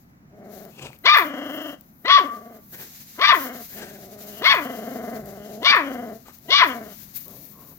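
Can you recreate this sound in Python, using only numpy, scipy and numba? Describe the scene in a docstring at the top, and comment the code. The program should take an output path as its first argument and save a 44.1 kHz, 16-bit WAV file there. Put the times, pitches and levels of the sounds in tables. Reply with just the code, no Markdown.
"""In a straw-filled wooden pen, a puppy growls in throbs and breaks into six sharp barks, left of a hand-held phone.
Vocal-fold pulses glide up and down through the throat; around the top of a bark a squeal near the mouth resonance joins.
Shaped noise makes the gasps, the straw rustle and the low barn rumble; short decaying tones make smacks and stalk snaps.
The mother's grunt is slow fold pulses with breath, and a noise tail gives the pup the short ring of the boards."""
import sys
import numpy as np
from scipy import signal
from scipy.fft import rfft, irfft
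from scipy.io import wavfile
from scipy.ndimage import uniform_filter1d, minimum_filter1d
from numba import njit

SR = 44100
rng = np.random.default_rng(int(sys.argv[2]) if len(sys.argv) > 2 else 0)


def boost_factor(decibels):
    """Convert a level in decibels to a linear amplitude factor."""
    exponent = np.asarray(decibels, float) / 20
    return 10 ** exponent


def store_wav(level_fs):
    """Save 16-bit WAV to argv[1]."""
    pcm = np.round(np.clip(np.atleast_2d(level_fs), -1, 1) * 32767)
    wavfile.write(sys.argv[1], SR, pcm.T.astype(np.int16))


N = 343091
T = np.arange(N) / SR


def unit(x):
    """Scale to rms 1."""
    return x / np.sqrt(np.mean(x ** 2))


def even(x, span_s=0.038):
    """Hold the short-time rms near 1."""
    return x / np.sqrt(uniform_filter1d(x ** 2, int(span_s * SR)) + 1e-12)


def walk(rate):
    """Random levels held 1 / rate s and smoothed twice; spread near 1."""
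    held = int(SR / rate)
    levels = np.repeat(rng.standard_normal(N // held + 1), held)
    return 1.4 * uniform_filter1d(uniform_filter1d(levels, held), held)[:N]


def track(tables, edge_s=0.0086):
    """Columns over time, and a soft-edged gate that is open inside the tables."""
    s, *columns = np.concatenate(tables).T
    gate = sum((T >= rows[0][0]) & (T < rows[-1][0]) for rows in tables)
    gate = uniform_filter1d(np.minimum(gate, 1.), int(edge_s * SR))
    return [np.interp(T, s, column) for column in columns] + [gate]


def swells(s, hold_s, db, rise_db_s, fall_db_s):
    """Level in dB of the loudest of several swells, each a straight rise, a hold and a straight fall."""
    rows = np.broadcast(s, hold_s, db, rise_db_s, fall_db_s)
    return np.max([peak - rise * np.maximum(start - T, 0) - fall * np.maximum(T - start - hold, 0)
                   for start, hold, peak, rise, fall in rows], axis=0)


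def shape(x, table):
    """Colour by points of (frequency [Hz], gain [dB])."""
    hz, db = np.transpose(table)
    f = np.fft.rfftfreq(N, 1 / SR) + 1
    return irfft(rfft(x) * boost_factor(np.interp(np.log(f), np.log(hz), db)), N)


def cut(x, order, hz, kind):
    """Butterworth filter: keep or remove the part of the sound beside or between the edges."""
    return signal.sosfilt(signal.butter(order, hz, kind, fs=SR, output="sos"), x)


@njit
def svf(x, hz, width):
    """Band-pass with a moving centre, gain 1 there."""
    y, band, low = np.empty(len(x)), 0., 0.
    for i in range(len(x)):
        g, k = np.tan(np.pi * hz[i] / SR), width / hz[i]
        v = (band + g * (x[i] - low)) / (1 + g * (g + k))
        band, low, y[i] = 2 * v - band, low + 2 * g * v, k * v
    return y


@njit
def folds(hz, rough, chance, jitter, shimmer):
    """Vocal folds: one pulse a cycle; roughness scatters the length and size of each."""
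    pulses, phase, p, k = np.zeros(len(hz) + 1), np.empty(len(hz)), 0., 0
    for i in range(len(hz)):
        step = hz[i] * (1 + jitter * rough[i] * chance[k, 0]) / SR
        p += step
        if p >= 1:
            p, k = p - 1, k + 1
            size = np.exp(shimmer * rough[i] * chance[k, 1])
            # share the pulse between two samples, so it can fall between them
            pulses[i] += size * p / step
            pulses[i + 1] += size * (1 - p / step)
        phase[i] = p
    return pulses[:-1], phase


def tract(x, modes, stretch=0.96):
    """Throat resonances side by side, with alternating sign; stretch moves every centre."""
    return sum((-1) ** k * boost_factor(db) * svf(x, np.full(N, 1. * hz) * stretch, 1. * width)
               for k, (hz, width, db) in enumerate(modes))


# colour of the barn's air: (frequency [Hz], relative level [dB per Hz])
BARN_TONE = [(15, -43), (25, -16.5), (102, -9), (157, -5.5), (229, -3.5), (439, -24.5), (695, -23.5),
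             (1020, -29), (2110, -34), (3340, -48.5), (6380, -46), (9070, -60.5), (16000, -45)]
# slow rise and fall of the rumble: (time [s], level before a 3.5 dB cut [dB])
RUMBLE_LEVEL = [(0.0, -63.5), (0.71, -60), (0.84, -40), (1.13, -82.5), (1.23, -64.5), (1.78, -97),
                (2.86, -63.5), (2.99, -65.5), (5.33, -48), (7.09, -61), (7.71, -56), (7.78, -56)]


def barn():
    """Quiet air of the barn as noise, alike at both ports in the bass, and a low rumble that swells."""
    mid, side, low = rng.standard_normal((3, N))
    side = shape(side, [(60, -15), (300, -12.0), (700, 1.5), (1400, 6.5)])
    air = unit(shape(mid + side * np.array([[1], [-1]]), BARN_TONE)) * boost_factor(-53.5 + walk(3.1))
    rumble = unit(shape(low, [(25, -40.5), (50, 3.5), (100, -2.0), (150, 13), (220, -40.5)]))
    return air + rumble * boost_factor(track([RUMBLE_LEVEL])[0] - 3.5 + 2 * walk(13))


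# steady bed of straw: (time [s], level before a 1 dB cut [dB], boost of the coarse stalks [dB])
STRAW_BED = [(0.0, -76.5, 14.5), (.45, -79, 20.5), (.55, -67.5, 19.5), (1.04, -66, 8), (1.32, -62.5, 15),
             (1.56, -49.5, 1), (1.73, -52.5, 12.5), (1.78, -76, 19), (2.0, -77.5, 8), (2.27, -67.5, 19.5),
             (2.71, -58, 8.5), (2.86, -58.5, 22.5), (3.68, -44, 13.5), (3.83, -52, 16.5), (4.81, -56, 18.5),
             (5.31, -72.5, 21.5), (5.5, -55, 20.5), (6.41, -58.5, 14.5), (6.76, -53.5, 17),
             (7.78, -55.5, 6.5)]
# rustles when a paw or body shifts:
# (peak time [s], level before a 1 dB cut [dB], rise [dB per s], fall [dB per s])
STRAW_RUSTLES = [(.54, -55.5, 330, 57), (.65, -68, 39.5, 357), (1.19, -36.5, 155.5, 201),
                 (1.86, -60, 241, 152), (2.12, -56, 209, 29), (2.21, -52, 52, 351.5), (2.73, -46, 703, 22),
                 (2.82, -41.5, 70.5, 220), (3.03, -49, 17.5, 62), (3.44, -32, 96.5, 220),
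                 (3.75, -38.5, 96, 138), (4.29, -44, 73.5, 11.5), (4.55, -42, 243.5, 180),
                 (5.79, -45.5, 88, 199), (6.69, -47, 62, 98), (7.04, -49, 20, 81),
                 (7.17, -33.5, 603.5, 170), (7.47, -50, 17.5, 32)]
# balance of the straw: (time [s], left minus right [dB])
STRAW_BALANCE = [(0.0, 25), (0.3, -3), (0.41, 21), (2.36, 11), (2.45, 1.5), (3.72, 4.5), (4.12, 6),
                 (7.78, 17)]
# colour of rubbing stalks: (frequency [Hz], relative level [dB per Hz])
STALK_TONE = [(710, -21.5), (1200, -20.5), (2100, -12.5), (3120, -17), (3970, -11), (5570, -11.5),
              (6500, -9), (7570, -14.5), (9030, -19.5), (11400, 1), (14600, 12), (16000, 3.5), (16500, -37)]


def straw():
    """Stalks rub in a hiss of tiny clicks, unrelated at the two ports."""
    bed_db, coarse_db, _ = track([STRAW_BED])
    s, peak_db, rise, fall = np.transpose(STRAW_RUSTLES)
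    db = np.maximum(bed_db, swells(s, 0, peak_db, rise, fall))
    coarse_db = coarse_db - 0.35 * (db - bed_db)  # a louder rustle has a smaller share of coarse stalks
    balance_db, _ = track([STRAW_BALANCE])
    # about 2500 clicks a second at each port
    ticks = (rng.random((2, N)) < 2500 / SR) * boost_factor(2.5 * rng.exponential(size=(2, N)))
    rub = shape(rng.standard_normal((2, N)) * (1 + .5 * ticks), STALK_TONE)
    fine = cut(rub, 4, 8500, "high")
    coarse = cut(rub, 4, 8500, "low")
    hiss = (fine + coarse * boost_factor(coarse_db)) / np.std(fine)
    return hiss * boost_factor(db - 1 + 2 * walk(45) + np.array([balance_db, -balance_db]) / 2)


# single stalks: (time [s], level of the tone at its start [dB], frequency [Hz], left minus right [dB])
STALK_SNAPS = [(0.6514, -39.5, 15200, 15), (0.8257, -39.5, 7140, 23), (0.9882, -47.5, 12300, 20.5),
               (1.173, -21.5, 13800, 9.5), (1.8097, -38, 15380, 13.5), (2.682, -50, 12060, -6.5),
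               (2.7192, -44.5, 12200, 7), (4.191, -45, 14400, 21.5), (4.5491, -30.5, 15300, 20),
               (4.7202, -36, 12610, 6.5), (5.0998, -47, 13900, 20), (5.2582, -41.5, 13300, 19),
               (5.7641, -33, 15400, 19), (6.3856, -37, 15600, 4.5), (7.1413, -48.5, 13000, 16),
               (7.1637, -32.5, 13500, 21), (7.2817, -36, 14950, 22.5)]


def snaps():
    """Single stalks snap: a high tone and a crackle of noise that die away in milliseconds."""
    out = np.zeros((2, N))
    t = np.arange(SR // 100) / SR
    for s, peak_db, hz, side_db in STALK_SNAPS:
        i = int(s * SR)
        crack = np.gradient(rng.standard_normal(len(t))) * 0.34 + np.sin(2 * np.pi * hz * t)
        snap = boost_factor(peak_db + np.array([[side_db], [-side_db]]) / 2) * crack * np.exp(-t / 0.002)
        out[:, i:i + len(t)] += snap[:, :N - i]
    return out


# growl, one list a breath:
# (time [s], basic pitch [Hz], chest level [dB], mouth level [dB], rasp level [dB])
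GROWL_BREATHS = [
    [(.3, 200, -58, -80, -85), (.36, 204.9, -49, -69, -86), (.45, 209.1, -43, -59.5, -82),
     (.71, 200.3, -45.5, -59, -70)],
    [(1.03, 270, -55, -67.5, -67), (1.26, 280, -33.5, -39.5, -46), (1.6, 297.7, -33.5, -41, -39.5),
     (1.7, 300, -35.5, -43, -42), (1.77, 264.8, -47, -56.5, -58)],
    [(2.03, 250, -48.5, -60, -77), (2.26, 244.5, -44, -40.5, -52), (2.4, 227.5, -43.5, -58.5, -73),
     (2.61, 209.7, -46, -61, -73)],
    [(3.16, 224.8, -56, -49, -62), (3.4, 250, -35.5, -35, -45), (3.64, 233.3, -39.5, -52.5, -64)],
    [(3.74, 204.3, -45.5, -70, -59), (4.05, 203.7, -46.5, -65, -88), (4.39, 214.8, -43, -54.5, -49),
     (4.68, 257.9, -33, -40, -47), (4.79, 224.3, -33.5, -47, -54), (5.17, 228.8, -33, -45.5, -67),
     (5.21, 206.7, -38.5, -54.5, -98), (5.43, 198.9, -41.5, -55, -57), (5.6, 220.3, -36, -62, -68),
     (5.86, 264.1, -30.5, -38.5, -45), (6.12, 222, -35.5, -51.5, -68), (6.19, 235.5, -45.5, -67.5, -75)],
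    [(6.45, 214.8, -48.5, -68.5, -74), (6.6, 225.7, -45, -56, -59.5), (6.72, 228.8, -34.5, -33, -38),
     (6.78, 213.5, -33, -46, -72), (6.95, 203.6, -51, -57.5, -55)],
]


def growl():
    """The pup's growl breath by breath: pitch, the three levels, and a gate that shuts between breaths."""
    hz, *levels_db, gate = track(GROWL_BREATHS, 0.048)
    return hz, levels_db, gate ** 2


# throbs of each growl: (first throb [s], rate [per s], depth with the mouth shut [0-1])
GROWL_THROBS = [(0.381, 25.2, .3), (1.305, 25.4, .4), (2.331, 22, .4), (3.416, 20, .3), (3.761, 24.5, .2),
                (4.665, 23.9, .45), (5.201, 23.3, .2), (5.873, 23.7, .3), (6.712, 19, 0.3)]


def flap(opening):
    """A flap of tissue throbs the growl, less as the mouth opens: its depth and its phase."""
    row = np.maximum(np.searchsorted(np.array(GROWL_THROBS)[:, 0], T + .04) - 1, 0)
    start, rate, depth = np.array(GROWL_THROBS)[row].T
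    phase = 2 * np.pi * (rate * (T - start) + .07 * walk(12))
    return np.clip(depth, 0, 1) * (1 - opening), phase


# chest resonances: (centre before a 4 % drop [Hz], width [Hz], gain [dB])
CHEST_MODES = [(270, 130, 7), (732, 81.6, 7.5)]


def chest(pulses, air, rough):
    """Fold pulses and breath ring in the low resonances of the chest."""
    low = tract(unit(pulses) + 0.7 * rough * unit(air), CHEST_MODES)
    return even(cut(low, 4, [150, 830], "band"))


# mouth resonances, shut and open: (centre before stretching [Hz], width [Hz], gain [dB])
MOUTH_SHUT_MODES = [(1174, 1100, -0.5), (1620, 57, 5), (1660, 130, -3), (2152, 43, 3)]
MOUTH_OPEN_MODES = [(1036, 190, 4.5), (1777, 73, 2.5), (2026, 140, 1.5), (2635, 130, -5)]


def mouth(shut_voice, open_voice, opening, stretch):
    """Middle resonances: the sound fades from the shut mouth to the open one as it opens."""
    shut = unit(tract(shut_voice, MOUTH_SHUT_MODES, 1 + 0.038 * walk(5)))
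    wide = unit(tract(open_voice, MOUTH_OPEN_MODES, stretch))
    return even(cut((1 - opening) * shut + opening * wide, 6, [980, 2700], "band"))


# rasp resonances with the mouth shut: (centre before a 4 % drop [Hz], width [Hz], gain [dB])
RASP_SHUT_MODES = [(2910, 360, 11), (3350, 170, 10), (5270, 500, -18), (7400, 130, -33.5)]
# and open, passed twice: (centre before stretching [Hz], width [Hz], gain of one pass [dB])
RASP_OPEN_MODES = [(2840, 94, 2), (3460, 494, 1.5), (4530, 840, -2), (5600, 1210, -7.5)]


def rasp(shut_voice, open_voice, opening, stretch):
    """High resonances: a rasp that fades from the shut mouth to the open one."""
    shut = unit(tract(shut_voice, RASP_SHUT_MODES))
    once = tract(open_voice, RASP_OPEN_MODES, stretch)
    wide = unit(tract(once, RASP_OPEN_MODES, stretch))
    return even(cut((1 - opening) * shut + opening * wide, 4, [2600, 7600], "band"))


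def voice():
    """Growl and bark: fold pulses ring in chest, mouth and rasp; effort opens the mouth and stills the throb."""
    growl_hz, growl_db, gate = growl()
    hz, levels_db, rough, squeal_hz, effort, squealing = bark(growl_hz, growl_db)
    chest_db, mouth_db, rasp_db = levels_db
    opening = np.clip(np.maximum((mouth_db + 37) / 12, 2.5 * effort - .3), 0, 1)
    depth, flap_phase = flap(opening)
    throb = (1 + depth * np.cos(flap_phase)) * boost_factor(walk(40))
    # the flap also bends the pitch, and rough folds let it waver
    hz = hz * (1 + .2 * depth * np.sin(flap_phase) + .1 * rough * walk(140))
    pulses, fold_phase = folds(hz, np.clip(rough, 0, 1), rng.standard_normal((N // 20, 2)), .12, .5)
    # breath is strongest just after each pulse
    air = rng.standard_normal(N) * np.exp(-fold_phase / 0.36)
    tone, squeal_phase = squeal(fold_phase, squeal_hz, effort, squealing)
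    # the squeal chops the fold pulses, so sum and difference lines fill the mouth
    chopped = unit(pulses) * (1 + .9 * squealing * np.cos(squeal_phase))
    breathy = chopped + (1.2 - .9 * opening) * rough * unit(air)
    # with the mouth shut the nose cuts a deep notch near 2.5 kHz
    shut_voice = cut(breathy, 3, [2300, 2700], "bandstop")
    # the larynx rises with the pitch and shortens the throat
    stretch = (hz / 700) ** 0.072
    upper = boost_factor(mouth_db) * mouth(shut_voice, breathy, opening, stretch)
    upper = upper + boost_factor(rasp_db) * rasp(shut_voice, breathy, opening, stretch)
    upper = upper * boost_factor(3 * opening * walk(70))  # the open voice breaks up
    lower = boost_factor(chest_db) * chest(pulses, air, rough)
    return gate * (throb * lower + throb ** 0.53 * upper) + tone + whine()


def pen(x):
    """The boards return a dense short tail whose treble dies first."""
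    t60_s, treble_t60_s, level_db = .33, .22, -11
    t = np.arange(int(.6 * SR)) / SR
    noise = rng.standard_normal((2, len(t)))
    dull = cut(noise, 2, 2000, "low")
    tail = dull * boost_factor(-60 * t / t60_s) + (noise - dull) * boost_factor(-60 * t / treble_t60_s)
    tail = tail * (t > .003)
    # so small a pen holds no bass
    tail = cut(tail, 1, 350, "high")
    return boost_factor(level_db) * signal.fftconvolve(x, tail / np.sqrt(np.sum(tail[0] ** 2)), axes=1)[:, :N]


# (peak time [s], rise [s], fall [s], level of the throat noise at the peak [dB], throat resonance [Hz])
PUP_GASPS = [(.82, 0.11, .15, -44.5, 2480), (2.75, 0.026, 0.14, -45, 1620), (3.795, 0.1, 0.25, -47, 1590),
             (6.298, 0.045, 0.024, -50.5, 1228)]


def gasps():
    """Air drawn through the throat: fluttering noise in a resonance, a nose whistle and a low puff."""
    edge_db = -18.5  # start and end of a gasp against its peak
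    db, hz, gate = track([[(s - rise, db + edge_db, hz), (s, db, hz), (s + fall, db + edge_db, hz)]
                          for s, rise, fall, db, hz in PUP_GASPS])
    air = rng.standard_normal(N) * boost_factor(3.5 * walk(60))
    throat = unit(svf(air, hz, 280.))
    puff = unit(tract(air, [(300, 490, 0)])) * boost_factor(4.0)
    whistle = unit(tract(air, [(6460, 600, 0)])) * boost_factor(-27.0)
    return gate * boost_factor(db) * (throat + puff + whistle)


# (time [s], level of the tone at its start [dB], frequency [Hz])
LIP_SMACKS = [(0.795, -31, 2480), (0.869, -27, 2520), (0.904, -35.5, 870), (0.931, -36, 2188),
              (4.19, -44.5, 1270), (6.284, -31.5, 872)]


def smacks():
    """Lips smack: each is a tone with a little noise that dies away in milliseconds."""
    out = np.zeros(N)
    t = np.arange(SR // 50) / SR
    for s, peak_db, hz in LIP_SMACKS:
        pop = np.sin(2 * np.pi * hz * t) + 0.16 * rng.standard_normal(len(t))
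        out[int(s * SR):int(s * SR) + len(t)] += boost_factor(peak_db) * pop * np.exp(-t / .0015)
    return out


# the six barks: (top time [s], rise [s], pitch at the top [Hz], squeal at full effort [Hz],
# mouth change on the way up [dB], mouth change on the way down [dB], rasp change [dB])
BARK_TOPS = [(1.12, 0.085, 876, 1206, 2, 4, 3.3), (2.14, 0.1, 813.4, 1156, -2, -9, -1.5),
             (3.28, .104, 894.9, 1189, 0.15, 0.37, -1.5), (4.5, 0.093, 862.1, 1106, -1.8, 1.5, -1.5),
             (5.702, .09, 851.8, 1156, -7.5, 5, 1.5), (6.575, .098, 857, 1160, -13, 1, 2.5)]
# course of every bark: (time from the top for a .09 s rise [s], chest level [dB],
# mouth level before its change [dB], rasp level before its change [dB], roughness [0-1])
BARK_COURSE = [(-.1, -75.5, -75, -90, .3), (-.085, -39.5, -48.5, -57, .3), (-.072, -34, -33, -35.5, .15),
               (-.055, -34, -25.5, -26.5, .15), (-.03, -35, -12.5, -20.5, .2), (-.012, -54, -21, -19.5, .4),
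               (0.016, -52.5, -18, -18.5, .4), (0.028, -39.5, -12.5, -22.5, .3),
               (0.046, -29.5, -17.5, -31.5, .2), (.065, -34.5, -23.5, -39, .15),
               (0.099, -30.5, -29, -43.5, .15), (.14, -38, -40.5, -52, .25), (0.201, -68, -80.5, -85, .3)]


def bark(growl_hz, growl_db):
    """Each bark is an arch of effort over the growl: it lifts the pitch and plays the same course of levels."""
    sag_s, sag_power = .052, 3.4  # effort halves this long after the top
    tops = np.array(BARK_TOPS)[:, 0]
    nearest = np.searchsorted((tops[1:] + tops[:-1]) / 2, T)
    top, rise, top_hz, squeal_hz, up_db, down_db, bite_db = np.array(BARK_TOPS)[nearest].T
    since = T - top
    climb = np.cos(np.pi / 2 * np.clip(since / rise, -1, 0))
    effort = np.where(since < 0, climb, 1 / (1 + (np.abs(since) / sag_s) ** sag_power))
    hz = growl_hz + (top_hz - growl_hz) * effort
    since = np.where(since < 0, since * .09 / rise, since)
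    s, *levels, roughness = np.transpose(BARK_COURSE)
    chest_db, mouth_db, rasp_db = (np.interp(since, s, level, left=-120, right=-120) for level in levels)
    rough = np.interp(since, s, roughness, left=.37, right=.37)  # outside a bark: the growl's roughness
    mouth_db = mouth_db + up_db + (down_db - up_db) * np.clip(.5 + since / .04, 0, 1)
    levels_db = np.maximum(growl_db, [chest_db, mouth_db, rasp_db + bite_db])
    squealing = uniform_filter1d(1. * (since > -0.083) * (since < .075), SR // 100)
    squeal_hz = squeal_hz * (1 - .2 * (1 - effort))  # the squeal sags as effort falls
    return hz, levels_db, rough, squeal_hz, effort, squealing


# the squeal: (start of hold [s], hold [s], basic level [dB])
SQUEAL_SWELLS = [(1.118, 0.026, -7.5), (2.105, 0.067, -7.5), (3.216, .008, -21), (3.294, 0.042, -12.5),
                 (4.487, 0.0061, -10.5), (4.523, 0.019, -16.5), (5.662, .01, -19.5), (5.759, .01, -32.5),
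                 (6.543, 0.015, -16.5), (6.619, 0.012, -11)]
# the squeal flips to its octave: (start of hold [s], hold [s], basic level [dB])
OCTAVE_SWELLS = [(1.075, .02, -17.5), (1.113, 0.0085, -17), (2.06, 0.013, -28.5), (3.241, 0.016, -19.5),
                 (3.35, .01, -52), (4.471, .01, -16.5), (4.51, 0.009, -22.5), (5.692, 0.0092, -8.5),
                 (6.533, 0.041, -17.5)]


def squeal(fold_phase, hz, effort, gate):
    """A second, higher oscillation; the folds below beat against it and throw side lines."""
    first_db = swells(*np.transpose(SQUEAL_SWELLS), 599.5, 549.5)
    octave_db = swells(*np.transpose(OCTAVE_SWELLS), 599.5, 599.5)
    third_db = first_db - 9 - 19.5 * (1 - effort)  # fades as effort falls
    fourth_db = octave_db - 11.5
    phase = 2 * np.pi * np.cumsum(hz * (1 + .009 * walk(150))) / SR
    tone = sum(boost_factor(db + 2.5 * walk(90)) * np.sin((k + 1) * phase)
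               for k, db in enumerate((first_db, octave_db, third_db, fourth_db)))
    tone = np.sqrt(2) * gate * tone * (1 + 0.3 * np.cos(2 * np.pi * fold_phase))
    return cut(tone, 4, 800, "high"), phase


def whine():
    """A thin wavering tone near 1160 Hz that dies away after the top of the second bark."""
    tone = np.sin(2 * np.pi * np.cumsum(1160 * (1 + 0.018 * walk(40))) / SR)
    tone = tone * boost_factor(swells(2.183, 0.14, -33, 600, 128) + 2.5 * walk(28))
    return cut(tone, 4, 800, "high")


# (time [s], pitch [Hz], level of the throat part [dB], nose part against the throat part [dB])
MOTHER_GRUNT = [(7.26, 189.2, -52.5, -8), (7.34, 193.7, -49.5, -10.5), (7.42, 340, -49, -17.5),
                (7.49, 224.9, -50.5, -21.5), (7.54, 159.5, -56.5, 0), (7.62, 150, -53.5, -2.5),
                (7.74, 143, -64, -6)]


def mother():
    """The grown dog's soft breathy grunt: rough fold pulses and noise through throat and nose resonances."""
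    hz, db, nose_db, gate = track([MOTHER_GRUNT])
    pulses, _ = folds(hz, np.full(N, .45), rng.standard_normal((N // 20, 2)), .12, .5)
    breathy = unit(pulses) + 1.25 * rng.standard_normal(N)
    throat = even(tract(breathy, [(250, 150, 5), (658, 234.0, 0)]))
    nose = even(tract(breathy, [(1114, 100, 0)]))
    return gate * boost_factor(db + 2.8 * walk(14)) * (throat + boost_factor(nose_db) * nose)


# balance of the pup: (frequency [Hz], left minus right [dB])
PUP_BALANCE = [(60, -2.5), (110, 5.5), (200, -3), (380, 6), (700, 2.5), (1290, 6), (2380, 6), (4400, 9.5),
               (8120, 16.5), (15000, -10)]


def scene():
    """The pup reaches the left port first and brighter; only the pup rings in the pen."""
    pup = voice() + gasps() + smacks()
    hz, db = np.transpose(PUP_BALANCE)
    late = np.interp(T - 0.00013, T, pup)  # lag of the right port in s
    near = np.array([shape(pup, np.c_[hz, db / 2]), shape(late, np.c_[hz, -db / 2])])
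    return barn() + straw() + snaps() + near + pen(near) + mother()


def low_pass(x):
    """Removes everything above the highest recorded frequency."""
    return signal.sosfilt(signal.butter(12, 16830, fs=SR, output="sos"), x)


def record(dry):
    """The phone's limiter looks ahead and eases the loudest peaks, alike in both channels."""
    gain = np.minimum(1, .95 / (np.abs(dry).max(axis=0) + 1e-9))
    gain = minimum_filter1d(gain, size=SR // 100)
    gain = uniform_filter1d(gain, size=SR // 100)
    return low_pass(dry * gain)


dry = scene()
out = record(dry)
store_wav(out)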